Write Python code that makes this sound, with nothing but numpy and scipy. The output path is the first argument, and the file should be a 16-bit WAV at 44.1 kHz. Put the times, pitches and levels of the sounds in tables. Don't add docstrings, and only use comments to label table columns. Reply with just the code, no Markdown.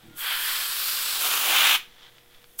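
import sys
import numpy as np
from scipy import signal
from scipy.fft import rfft, irfft
from scipy.io import wavfile

SR = 44100
rng = np.random.default_rng(int(sys.argv[2]) if len(sys.argv) > 2 else 0)


def wrap_up_sound(samples):
    columns = np.atleast_2d(samples).T
    tamed = np.clip(columns, -1, 1)
    steps = np.round(tamed * 32767).astype(np.int16)
    wavfile.write(sys.argv[1], SR, steps)


N = 114660
TIME = np.arange(N) / SR
HZ = np.maximum(np.fft.rfftfreq(N, 1 / SR), 1)


def from_db(db):
    return 10 ** (np.asarray(db) / 20)


def rms_one(x):
    return x / np.sqrt(np.mean(x ** 2) + 1e-20)


def in_time(rows):
    return np.interp(TIME, *np.transpose(rows))


def noise(colour):
    hz, db = np.transpose(colour)
    gain = from_db(np.interp(np.log(HZ), np.log(hz), db))
    return rms_one(irfft(rfft(rng.standard_normal(N)) * gain, N))


def drift(rate_hz):
    lowpass = 1 / (1 + (HZ / rate_hz) ** 2)
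    return rms_one(irfft(rfft(rng.standard_normal(N)) * lowpass, N))


def touches(rows, colour, decay_s):
    envelope = np.zeros(N)
    for start_s, level_db in rows:
        decay = np.exp(-np.abs(TIME - start_s) / decay_s)
        envelope += from_db(level_db) * (TIME >= start_s) * decay
    return noise(colour) * envelope


def resonance(rows, width_hz):
    time_s, centre_hz, level_db = np.transpose(rows)
    phase = 2 * np.pi * np.cumsum(np.interp(TIME, time_s, centre_hz)) / SR
    band = drift(width_hz / 2) * np.cos(phase) + drift(width_hz / 2) * np.sin(phase)
    return band * from_db(np.interp(TIME, time_s, level_db))


# (frequency [Hz], relative density [dB])
ROOM_AIR_COLOUR = [(12, 7), (25, -3.5), (45, -17), (150, -14.5), (450, -19), (700, -21), (1000, -23),
                   (3300, -27), (5000, -28.5), (8000, -29), (15000, -26)]
ROOM_AIR_DB = -55.5


def room_air():
    return from_db(ROOM_AIR_DB) * noise(ROOM_AIR_COLOUR)


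# (frequency [Hz], rms level [dB])
HUM_PARTIALS = [(60, -79), (120, -75), (360, -75.5), (479.5, -68.5), (720, -79)]


def mains_hum():
    hum = np.zeros(N)
    for hz, rms_db in HUM_PARTIALS:
        hum += np.sqrt(2) * from_db(rms_db) * np.sin(2 * np.pi * (hz * TIME + rng.random()))
    return hum


# (frequency [Hz], relative level [dB])
TAIL_COLOUR = [(200, 0.5), (900, -4), (2000, 2.5), (3500, -1), (5000, 1), (10000, -5.5), (16000, -4.5)]
ROOM_T60_S, ROOM_GAP_S, ROOM_DB = 0.24, 0.0048, -12


def workshop(x):
    tail = noise(TAIL_COLOUR) * from_db(-60 * TIME / ROOM_T60_S) * (TIME > ROOM_GAP_S)
    unit_tail = tail / np.linalg.norm(tail)
    return x + from_db(ROOM_DB) * signal.fftconvolve(x, unit_tail)[:N]


# (time [s], onset level [dB])
BUMP_ONSETS = [(.034, -54), (.045, -45.5), (.083, -52), (.11, -56), (.14, -58)]
# (frequency [Hz], relative density [dB])
BUMP_SPECTRUM = [(40, -11), (130, -1.5), (220, -5), (330, 1), (420, -34), (1500, -58)]
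BUMP_DECAY_S = 0.02


def bumps():
    return touches(BUMP_ONSETS, BUMP_SPECTRUM, BUMP_DECAY_S)


# (time [s], level [dB])
RUSTLE_LEVEL = [(0, -60), (.16, -59.5), (1.87, -56.5), (1.96, -57.5), (2.02, -52.5), (2.085, -53),
                (2.11, -62), (2.16, -56.5), (2.18, -56), (2.21, -62), (2.29, -64.5), (2.32, -57.5),
                (2.43, -61.5), (2.47, -67), (2.57, -63)]
# (frequency [Hz], relative density [dB])
GRIP_COLOUR = [(250, -13), (700, -6), (1300, -4.5), (2000, -1), (2700, -5.5), (3400, 3), (4300, -8),
               (6500, -16), (15000, -40.5)]
RUSTLE_GRAIN_DB, RUSTLE_GRAIN_HZ = 2, 220


def rustle():
    grain_db = RUSTLE_GRAIN_DB * drift(RUSTLE_GRAIN_HZ)
    return noise(GRIP_COLOUR) * from_db(in_time(RUSTLE_LEVEL) + grain_db)


# (time [s], onset level [dB])
TICK_ONSETS = [(2.183, -44.5), (2.347, -46), (2.384, -50), (2.429, -48), (2.4425, -40)]
TICK_DECAY_S = 0.0012


def ticks():
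    return touches(TICK_ONSETS, GRIP_COLOUR, TICK_DECAY_S)


# (time [s], centre [Hz], level [dB])
VALVE_WHISTLE = [(.04, 1410, -80), (.095, 1410, -63), (.15, 1412, -63), (.2, 1415, -44.5), (.25, 1415, -85)]
WHISTLE_WIDTH_HZ = 18


def valve_whistle():
    return resonance(VALVE_WHISTLE, WHISTLE_WIDTH_HZ)


# (time [s], centre [Hz], level [dB])
UPPER_SIZZLE = [(.15, 14400, -76), (.19, 14400, -40), (.38, 14200, -45), (.47, 13300, -39),
                (.72, 13000, -49), (.765, 14900, -37), (.91, 13800, -34), (1.0, 14000, -46),
                (1.1, 15400, -43), (1.2, 15400, -41), (1.35, 15400, -41), (1.5, 15550, -30),
                (1.63, 15500, -29), (1.75, 15000, -33), (1.8, 15000, -85)]
LOWER_SIZZLE = [(.15, 8100, -75), (.19, 8000, -50), (.4, 8240, -48), (.5, 8100, -43), (.7, 8100, -45),
                (.85, 8250, -60), (1.05, 7960, -41), (1.19, 7800, -51), (1.23, 11000, -44),
                (1.38, 11000, -46), (1.5, 11200, -35), (1.74, 11170, -43), (1.79, 11200, -85)]
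UPPER_SIZZLE_WIDTH_HZ, LOWER_SIZZLE_WIDTH_HZ = 1900, 340


def sizzle():
    upper = resonance(UPPER_SIZZLE, UPPER_SIZZLE_WIDTH_HZ)
    return upper + resonance(LOWER_SIZZLE, LOWER_SIZZLE_WIDTH_HZ)


FLUTTER_HZ = 58.7
# (time [s], level [dB])
HISS_LEVEL = [(.14, -69), (.172, -40), (.195, -34.5), (.41, -30.5), (.474, -28.5), (.70, -31),
              (.916, -29.5), (.955, -29.5), (1.19, -30), (1.215, -25), (1.65, -29), (1.748, -29),
              (1.785, -41), (1.82, -97), (2.578, -57), (2.592, -27)]
# (frequency [Hz], relative density [dB])
NOZZLE_COLOUR = [(800, -33), (3000, -50), (5500, -7), (6600, -6), (7500, -4.5), (8900, -3.5), (10000, 0.5),
                 (11200, 2), (12500, 2), (13500, 3), (14400, 1), (15800, 0.5)]
HISS_FLUTTER_DB = 0.46


def nozzle():
    flutter_db = HISS_FLUTTER_DB * drift(FLUTTER_HZ)
    return noise(NOZZLE_COLOUR) * from_db(in_time(HISS_LEVEL) + flutter_db)


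# (time [s], level [dB])
BUFFET_LEVEL = [(1.05, -67), (1.19, -49), (1.255, -43.5), (1.39, -48), (1.5, -37), (1.6, -42.5),
                (1.68, -50), (1.765, -45.5), (1.79, -89)]
# (frequency [Hz], relative density [dB])
BUFFET_SPECTRUM = [(110, -20), (200, -9.5), (300, 0.5), (500, 2), (790, 11), (1050, 1.5), (2000, -13),
                   (5000, -50)]


def buffeting():
    return noise(BUFFET_SPECTRUM) * from_db(in_time(BUFFET_LEVEL))


# (time [s], level [dB])
RUSH_LEVEL = [(.145, -67), (.185, -42), (.262, -29), (.325, -27.5), (.385, -31.5), (.43, -31), (.485, -28),
              (.73, -32.5), (.87, -30), (1.195, -29.5), (1.25, -27), (1.43, -27), (1.52, -22),
              (1.67, -17.5), (1.71, -19.5), (1.757, -21), (1.78, -39), (1.8, -74), (2.58, -87),
              (2.593, -36.5)]
# (time [s], place [index: 0 rim, 1 flat, 2 fold, 3 and above hollow])
JET_AIM = [(.33, 0), (.55, 0.48), (.8, 1), (1.19, 1.17), (1.225, 1.84), (1.42, 2), (1.5, 2.7), (1.62, 3),
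           (1.8, 4), (2.55, 1.5)]
# (frequency [Hz], relative density [dB])
RIM_COLOUR = [(150, -45), (400, -23.5), (700, -16.5), (1100, -6), (1650, 0.5), (2050, -4), (2800, -5),
              (3200, 4), (3750, -7.5), (4400, -5.5), (5300, -15), (6400, -46), (12000, -40)]
FLAT_COLOUR = [(150, -29.5), (400, -17.5), (700, -16.5), (1150, -2.5), (1550, -0.5), (1900, -7),
               (2900, 0.5), (3800, 1.5), (4500, 2.5), (5300, -1), (6300, -10), (8000, -4.5), (12000, -14.5)]
FOLD_COLOUR = [(150, -32), (400, -14), (700, -15), (1050, -2), (1450, 0), (1900, -7.5), (2400, -2),
               (2900, 2), (3700, -1.5), (4400, -5), (5500, -8), (6600, -7), (8200, -10), (12000, -20)]
HOLLOW_COLOUR = [(120, -47), (300, -23.5), (550, -23), (800, -12.5), (1400, -3.5), (1900, -9), (2250, -3.5),
                 (2950, 0), (3600, -2), (4100, -9.5), (4700, -14), (7000, -16), (12000, -22.5)]
RUSH_FLUTTER_DB = 0.88


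def jet_on_ear():
    colours = (RIM_COLOUR, FLAT_COLOUR, FOLD_COLOUR, HOLLOW_COLOUR)
    aim = np.clip(in_time(JET_AIM), 0, len(colours) - 1)
    rush = np.zeros(N)
    for place, colour in enumerate(colours):
        share = np.clip(1 - np.abs(aim - place), 0, 1)
        rush += noise(colour) * np.sqrt(share)
    flutter = from_db(RUSH_FLUTTER_DB * drift(FLUTTER_HZ))
    return (rush * from_db(in_time(RUSH_LEVEL)) + buffeting()) * flutter


def scene():
    hand = bumps() + rustle() + ticks()
    airbrush = valve_whistle() + sizzle() + nozzle() + jet_on_ear()
    mono = room_air() + mains_hum() + workshop(hand + airbrush)
    return np.array([mono, mono])


CUTOFF_HZ = 15850


def record(dry):
    lowpass = signal.firwin(401, CUTOFF_HZ, fs=SR, window="blackman")
    return signal.fftconvolve(dry, lowpass[None], "same", axes=1)


dry = scene()
out = record(dry)
wrap_up_sound(out)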